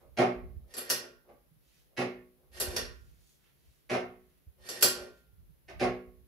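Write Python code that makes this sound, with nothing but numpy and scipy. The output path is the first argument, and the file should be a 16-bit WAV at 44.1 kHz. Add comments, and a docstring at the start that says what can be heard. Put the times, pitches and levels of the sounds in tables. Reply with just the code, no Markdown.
"""Bench vise wound by hand

A bench vise on a small steel-topped stand, wound in a bare tiled room and heard through two microphone ports.
On one half turn the bar scrapes through the screw head and clanks on its stop: rough noise and struck modes.
On the other the loose screw and jaw judder, as quick runs of contacts, and shake the stand into a drone.
Rubs and hand brushes are swelling friction noise; air rumbles and puffs low over a quiet hush and hiss."""
import sys
import numpy as np
from scipy import signal
from scipy.fft import rfft, irfft, next_fast_len
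from scipy.io import wavfile
from scipy.ndimage import uniform_filter1d

SR = 44100
rng = np.random.default_rng(int(sys.argv[2]) if len(sys.argv) > 2 else 0)


def master(y):
    """Save y as 16-bit WAV."""
    cut = np.clip(np.atleast_2d(y).T, -1, 1)
    pcm = np.round(cut * 32767)  # scale
    wavfile.write(sys.argv[1], SR, pcm.astype(np.int16))


N = 276507

# modes of the stand: pitch_hz, level_db, t60_s
STAND_MODES = [(128.3, -7, 0.37), (188.5, -12.5, 0.67), (248, -1.5, 0.51), (366.5, 2.5, 0.52),
               (426, -8, 0.5), (490, -7.5, 0.51), (542.3, -7.5, 0.4), (582.4, -5.5, 0.32), (623, -15, 0.58),
               (697, -6, 0.22), (764.5, -6.5, 0.3), (782, -10, 0.32), (1010.4, -20.5, 0.21),
               (1103, -14.5, 0.5), (1272, -22.5, 0.36), (1436, -26, 0.34), (2116, -18, 0.47)]
# lasting tones of the bar: pitch_hz, level_db, t60_s
BAR_MODES = [(1012, -8, .46), (1120, -7, .42), (1405, -8, .68), (1540, -5, .58), (1850, -4, .38),
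             (1976, -6, .33), (2417, -4, .33), (2789, -3, .28), (3268, -8, .36), (3590, -6, .25),
             (4210, -1, .3), (4593, 2, .27), (4680, -2, .24), (4936, -1, .3), (5496, 0, .33),
             (5561, -1, .35), (6002, -1, .22), (7578, 1, .24), (11060, 2, .2), (11250, 3, .19),
             (15419, -8, .17)]
# spectrum of a knock in the stand: frequency_hz, level_db
KNOCK_SPECTRUM = [(60, -32.5), (130, -12), (175, -22), (250, -4.5), (305, -10.5), (360, 0.5), (440, 3.5),
                  (620, 1), (690, -6.5), (950, -11.5), (1150, -9), (2000, -35.5)]


def clanks(tones_db=-7.0, favour_db=4.5, favour_width_hz=88):
    """Steel on steel: the bar clashes and rings in a colour given for each blow, and knocks the stand."""
    # the bar meets its stop: start_s, steel_db (before colouring), knock_db (in the stand),
    # then each blow's colour from low to high: clang_db, crack_db, ping_db, top_db, favoured_hz
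    blows = [(0.739, -45, -54.5, -2, 0, -3.5, -16, 7550), (0.768, -43.5, -49.5, -1, -5, 7, -14.5, 1872),
             (0.779, -39, -52, 1, -8, 7, 1.5, 7570), (0.894, -40.5, -54.5, -0.5, 1.5, -0.5, -1, 5470),
             (0.9, -27.5, -40, -1.5, 3.5, 3.5, 7, 5100), (2.6, -32, -42.5, -12.5, -4, 4, -1.5, 7670),
             (2.605, -33.5, -42.5, 0.5, -5.5, 3, -2, 4940), (2.764, -33.5, -41.5, 4, 4.5, -0.5, -2, 4160),
             (4.689, -37.5, -48, -6, 2, -3.5, -5.5, 3575), (4.81, -37.5, -49, -3.5, -3.5, 1, 0, 4693),
             (4.8251, -16.5, -31.5, -6, -2.5, -0.5, 9.5, 7270)]
    out = np.zeros((2, N))
    for start_s, steel_db, knock_db, clang_db, crack_db, ping_db, top_db, favoured_hz in blows:
        blow = room(direct_db=-15.5)
        clash = crest(filtered(blow, steel()))
        tones = ring(BAR_MODES, attack_s=.002, apart=2.5, blur=.55, vary_db=2.8, detune=.002)
        colour = shape([(100, clang_db), (2600, clang_db), (4000, 0), (5600, crack_db), (7600, 0),
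                        (10800, ping_db), (12400, ping_db), (14000, top_db), (20000, top_db)])

        def blow_colour(hz):
            """The colour, with the blow's favoured resonance lifted."""
            return colour(hz) * amp(favour_db / (1 + ((hz - favoured_hz) / favour_width_hz) ** 2))

        add(out, start_s, amp(steel_db) * filtered(clash + amp(tones_db) * tones, blow_colour))
        add(out, start_s, amp(knock_db) * crest(filtered(blow, shape(KNOCK_SPECTRUM))))
        stand = ring(STAND_MODES, attack_s=0.011, apart=0.6, blur=.15)
        add(out, start_s, amp(knock_db - 4.5) * stand)
    return out


def judders(rate_hz=340, scatter_db=3, swell=0.76, grip_s=0.0019, first_touch=0.21):
    """The screw slips in a run of contacts: rattle first, then heavier till the jaw seats and the stand drones."""
    # the screw judders: start_s, length_s, rattle_db, thud_db, drone_db (of the stand)
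    runs = [(0.169, 0.058, -32.5, -22.5, -25.5), (1.28, 0.036, -71, -59, -74),
            (1.967, .058, -36, -33.5, -30), (3.893, 0.066, -36, -29.5, -31),
            (5.678, 0.037, -51.5, -50, -57.5), (5.794, 0.063, -35.5, -28, -26.5)]
    # dull body of the run: frequency_hz, level_db
    thud_spectrum = [(50, -32.5), (90, -20.5), (122, -6.5), (160, -19.5), (200, -7.5), (300, -11),
                     (380, -2), (480, -9), (600, -2), (730, 3), (930, -13), (1120, -8.5), (1500, -16.5),
                     (3000, -42)]
    # bright loose metal of the run: frequency_hz, level_db
    rattle_spectrum = [(500, -18), (1000, -10), (1500, -5), (2150, 0), (2700, -3.5), (3300, -12),
                       (5500, -14), (7000, -23), (8700, -31), (10800, -21.5), (12500, -38), (15500, -44)]
    out = np.zeros((2, N))
    for start_s, length_s, rattle_db, thud_db, drone_db in runs:
        count = max(2, round(length_s * rate_hz))
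        order = np.arange(count)
        when = (order + rng.random(count) * (order > 0)) / count  # 0 to 1 through the run
        size = amp(scatter_db * rng.standard_normal(count)) * rng.choice([-1, 1], count)
        size *= np.minimum(1, first_touch + when * length_s / grip_s)  # the first touches are light
        sample = (when * length_s * SR).astype(int)

        def contacts(weight, answer):
            """Every contact sets off the same answer at its own size."""
            return signal.fftconvolve(np.bincount(sample, size * weight)[None], answer, axes=1)

        rattle = contacts(amp(-4 * when), room(direct_db=-7, life=0.89))
        thud = contacts((when + .15) ** swell, room(direct_db=-4, life=0.94))
        drone = ring(STAND_MODES, attack_s=0.011, apart=0.17, blur=.15)
        add(out, start_s, amp(rattle_db) * crest(filtered(rattle, shape(rattle_spectrum))))
        add(out, start_s, amp(thud_db) * crest(filtered(thud, shape(thud_spectrum))))
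        add(out, start_s + .25 * length_s, amp(drone_db) * drone)
    return out


def slides(bar_tones_db=-8, edge_s=0.021):
    """The sliding bar and the turning screw scrape; the rough force excites the bar and the stand."""
    # the bar slides through the screw head, gathering or losing speed: start_s, length_s,
    # rub_db (in the stand, at the end), hiss_db (of the steel, at the end), growth_db (over the slide)
    strokes = [(0.68, 0.042, -59.5, -56.5, 15), (0.815, 0.094, -52, -49.5, 5.5),
               (1.01, 0.038, -49.5, -66, 1), (2.53, 0.042, -50, -45, 11), (2.65, 0.12, -44.5, -47.5, 1),
               (4.59, 0.083, -51.5, -47, 23.5), (4.715, 0.12, -51, -50, -5.5),
               (4.96, 0.11, -53.5, -63, -11)]
    # the screw rubs dully in its thread: middle_s, length_s, level_db
    thread_rubs = [(0.02, 0.089, -60), (0.15, 0.058, -69), (0.65, 0.094, -68), (1.295, 0.076, -55.5),
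                   (1.935, 0.08, -68.5), (2.43, 0.13, -69.5), (4.6, .05, -67.5)]
    # sliding steel against struck steel: frequency_hz, level_db
    scrape_spectrum = [(700, -3.5), (1800, 4), (4000, 2.5), (8000, -4), (11300, -5.5), (13000, -8.5),
                       (15400, -7.5)]
    t = np.arange(N) / SR
    rub, hiss = swells(thread_rubs), np.zeros(N)
    for start_s, length_s, rub_db, hiss_db, growth_db in strokes:
        end_s = start_s + length_s
        # the bar takes hold and lets go within edge_s
        contact = np.interp(t, [start_s - edge_s, start_s, end_s, end_s + edge_s], [0, 1, 1, 0])
        speed = contact * amp(growth_db * np.clip((t - start_s) / length_s - 1, -1, 0))
        rub += amp(rub_db) * speed
        hiss += amp(hiss_db) * speed
    held = amp(-60 * t[:SR] / .5)  # the hand damps what rings
    stand = crest(filtered(room(direct_db=-3.0), shape(KNOCK_SPECTRUM)))
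    stand += amp(-2) * held * ring(STAND_MODES, attack_s=.01, apart=0.28, blur=0.36)
    bar = crest(filtered(room(direct_db=-10), steel()))
    bar += amp(bar_tones_db) * held * ring(BAR_MODES, attack_s=.002, apart=2.5, blur=.6, detune=.004)
    return friction(rub, stand) + friction(hiss, filtered(bar, shape(scrape_spectrum)))


def brushes(half_width_octaves=1.3):
    """Skin and sleeve rustle on the handle: friction noise in one broad band a stroke."""
    # the hand brushes along the handle: middle_s, length_s, level_db, centre_hz
    strokes = [(0.01, 0.026, -70.5, 1500), (1.736, 0.2, -70, 3400), (3.076, 0.66, -75, 4000),
               (3.281, 0.16, -70.5, 5540), (3.454, .12, -71, 1770), (3.687, .32, -75, 3520),
               (4.304, .3, -80.5, 2203), (5.17, .07, -71.5, 3015)]
    answer = room(direct_db=-9.5)
    out = np.zeros((2, N))
    for middle_s, length_s, level_db, centre_hz in strokes:
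        band = lambda hz: 1 / (1 + (np.log2((hz + 1) / centre_hz) / half_width_octaves) ** 2)
        out += friction(swells([(middle_s, length_s, level_db)]), filtered(answer, band))
    return out


def air(puff_life_s=0.0099, still_air_db=-77):
    """Moving air rumbles on the ports, with a few soft bumps that reach each port at its own strength."""
    # draughts from the swinging arm: middle_s, length_s, level_db
    draughts = [(0.11, 0.16, -60.5), (0.44, 0.19, -45.5), (0.57, 0.22, -49.5), (2.15, .12, -75),
                (2.72, 0.27, -46), (2.86, 0.18, -48.5), (3.05, 0.27, -55.5), (3.69, 0.077, -64),
                (4.08, 0.27, -66), (4.63, 0.078, -63), (5.04, .2, -60), (5.42, .26, -60), (5.85, 0.24, -46),
                (6.2, 0.36, -62.5)]
    # soft low bumps: start_s, peak_db (nominal, at the right port), pitch_hz (nominal)
    puffs = [(0.411, -53, 68.5), (0.499, -43.5, 74), (0.56, -36, 76), (1.51, -56, 158.8), (1.56, -60, 160),
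             (2.678, -33, 65), (2.861, -58, 68), (4.467, -41.5, 77.6), (5.326, -51, 85),
             (5.379, -51.5, 85.6), (5.489, -53.5, 141), (6.069, -46, 68.3)]
    low = shape([(25, -17), (45, -5.0), (62, -0.5), (90, -12.0), (140, -19), (300, -35.5)])
    rumble = unit(filtered(rng.standard_normal((3, N)), low))
    ports = rumble[:2] * amp([[-3], [2]]) + amp(-10) * rumble[2]  # one rumble a port, one common to both
    out = (amp(still_air_db) + swells(draughts)) * ports
    t = np.arange(SR // 5) / SR
    envelope = t / puff_life_s * np.exp(1 - t / puff_life_s)
    for start_s, peak_db, pitch_hz in puffs:
        port_pitch_hz = pitch_hz * np.exp(.15 * rng.normal(size=(2, 1)))
        slap = envelope * np.sin(2 * np.pi * port_pitch_hz * t)
        add(out, start_s, amp(peak_db + np.array([[-6], [0]])) * slap)
    return filtered(out, shape([(48, 0), (400, 0)]))


def floor(level_db=-69):
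    """Steady quiet background hush and hiss: shaped noise, separate at each port."""
    # background hush and hiss: frequency_hz, level_db
    quiet = [(25, -22), (58, -3), (100, -21), (138, -7), (250, -20), (365, -19), (550, -22.5), (900, -30.5),
             (1500, -31), (4000, -34.5), (6500, -38.5), (8600, -41.5), (11000, -27.5), (15500, -32)]
    return amp(level_db) * unit(filtered(rng.standard_normal((2, N)), shape(quiet)))


def steel():
    """Gain of the steel's resonances; each call weights them anew for another point of contact."""
    # resonances of bar and vise together: centre_hz, width_hz, level_db
    resonances = [(1480, 260, -7), (1850, 90, 0), (2420, 140, -7), (2780, 180, -5), (3120, 150, -8),
                  (3560, 250, -7), (4220, 80, -2), (4620, 150, 0), (4930, 120, -2), (5520, 200, -1),
                  (6000, 280, -4), (6700, 300, -11), (7590, 190, -2), (8750, 600, -9), (10300, 500, -14),
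                  (11210, 220, 3), (12050, 350, -8), (15380, 150, -9)]
    peaks = [(centre, width, amp(db + 1.5 * rng.normal())) for centre, width, db in resonances]

    def gain(hz):
        """Resonance powers added up, falling away below 1 kHz."""
        power = sum(g ** 2 / (1 + (2 * (hz - centre) / width) ** 2) for centre, width, g in peaks)
        return np.sqrt(power) * np.minimum(1, hz / 1000) ** 2

    return gain


def ring(modes, attack_s, apart, blur, vary_db=1.0, detune=0):
    """Struck modes, varied by blow; phases differ by port (`apart`, rad) and drift (`blur`, rad per 10 ms)."""
    t = np.arange(SR) / SR
    tones = np.zeros((2, SR))
    for hz, db, t60 in modes:
        # the room scatters the tones, so the phase wanders
        drift = np.interp(t, np.arange(100) / 100, np.cumsum(rng.standard_normal(100)))
        strength_db = db + vary_db * rng.normal()
        cycles = hz * (1 + detune * rng.normal()) * t + rng.random()
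        phase = 2 * np.pi * cycles + blur * drift + apart * rng.normal(size=(2, 1))
        tones += amp(strength_db - 60 * t / np.clip(t60, .02, .9)) * np.sin(phase)
    return crest(tones * (1 - np.exp(-t / attack_s)))


def friction(force, body, grain_db=5):
    """A force made rough by countless small high spots, played through a body."""
    grain = np.repeat(amp(grain_db * rng.standard_normal(N // 64 + 1)), 64)[:N]
    spots = unit(rng.standard_normal(N) * grain)
    return signal.oaconvolve((force * spots)[None], body / np.linalg.norm(body[0]), axes=1)[:, :N]


def swells(rows, end_drop_db=9):
    """Gain of strokes that grow and fade smoothly with the arm's speed, end_drop_db weaker at their ends."""
    t = np.arange(N) / SR
    power = np.zeros(N)
    for middle_s, length_s, level_db in rows:
        away = np.minimum(100, (2 * (t - middle_s) / length_s) ** 2)
        power += amp(level_db - end_drop_db * away) ** 2
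    return np.sqrt(power)


def room(direct_db, life=1):
    """One second of direct sound and dense echoes, alike at both ports only in the bass; `life` scales t60."""
    # decay of the tiled room, before `life` (shorter for parts clamped tight): frequency_hz, t60_s
    decay = [(100, 0.46), (260, 0.48), (700, 0.36), (1800, 0.45), (4800, .33), (8000, 0.28), (11000, 0.25),
             (16000, .18)]
    # likeness of the two ports: frequency_hz, correlation (-1 to 1)
    likeness = [(100, 0.97), (350, .93), (600, 0.23), (1100, 0), (2500, 0.0086), (12000, 0.28)]
    hz, t, z = signal.stft(rng.standard_normal((2, SR)), SR, nperseg=256)
    turn = np.arccos(np.clip(along(likeness, hz), -1, 1))[:, None] / 2
    fade = amp(-60 * t / (life * along(decay, hz)[:, None]))
    z = z * fade * np.array([np.cos(turn), np.sin(turn)])
    mid, side = signal.istft(z, SR, nperseg=256)[1][:, :SR]
    tail = np.array([mid + side, mid - side])
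    tail /= np.linalg.norm(tail[0])
    tail[:, 0] += amp(direct_db)
    return tail


def amp(db):
    """Decibels to gain."""
    return 10 ** (np.asarray(db) / 20)


def unit(x):
    """Scaled to rms 1."""
    return x / np.sqrt(np.mean(x ** 2) + 1e-20)


def crest(x):
    """Scaled so that the loudest 20 ms have rms 1."""
    return x / np.sqrt(uniform_filter1d(np.mean(x ** 2, axis=0), size=SR // 50).max() + 1e-20)


def along(points, hz):
    """(Hz, value) points joined up on a log frequency axis."""
    f, v = np.transpose(points)
    return np.interp(np.log(hz + 1), np.log(f + 1), v)


def shape(points):
    """The gain of a (Hz, dB) spectrum, falling away beyond its ends."""
    low_hz, high_hz = points[0][0], points[-1][0]
    return lambda hz: amp(along(points, hz)) * np.minimum(1, hz / low_hz) ** 2 / np.maximum(1, hz / high_hz) ** 2


def filtered(x, gain):
    """x through the causal, minimum-phase filter that has this gain over frequency."""
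    m = 2 * next_fast_len(x.shape[-1] // 2 + SR // 8)
    cepstrum = irfft(np.log(np.maximum(gain(np.fft.rfftfreq(m, 1 / SR)), 1e-6)))
    cepstrum[..., 1:m // 2] *= 2  # folding the cepstrum makes the filter causal
    cepstrum[..., m // 2 + 1:] = 0
    return irfft(rfft(x, m) * np.exp(rfft(cepstrum)), m)[..., :x.shape[-1]]


def add(track, s, x):
    """Mix x into the track from time s."""
    start = max(0, round(s * SR))
    track[:, start:start + x.shape[-1]] += x[..., :max(0, N - start)]


def scene():
    """The vise reaches each port with its own colour; air and hush lie beneath."""
    # colour between the ports: frequency_hz, left_minus_right_db
    lean = [(100, -3.5), (500, -.5), (1500, -3.5), (4500, -3), (7500, -2.5), (10000, 11), (11300, 2.5),
            (12600, 6.5), (14000, -9.5), (15500, -6.5)]
    vise = clanks() + judders() + slides() + brushes()
    vise = filtered(vise, lambda hz: amp(np.array([[1], [-1]]) * along(lean, hz) / 2))
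    return vise + air() + floor()


def record(dry, top_hz=15550):
    """The recorder's steep low-pass holds what lies above its band limit 90 dB down."""
    return signal.sosfilt(signal.ellip(10, .1, 90, top_hz, fs=SR, output="sos"), dry)


dry = scene()
out = record(dry)
master(out)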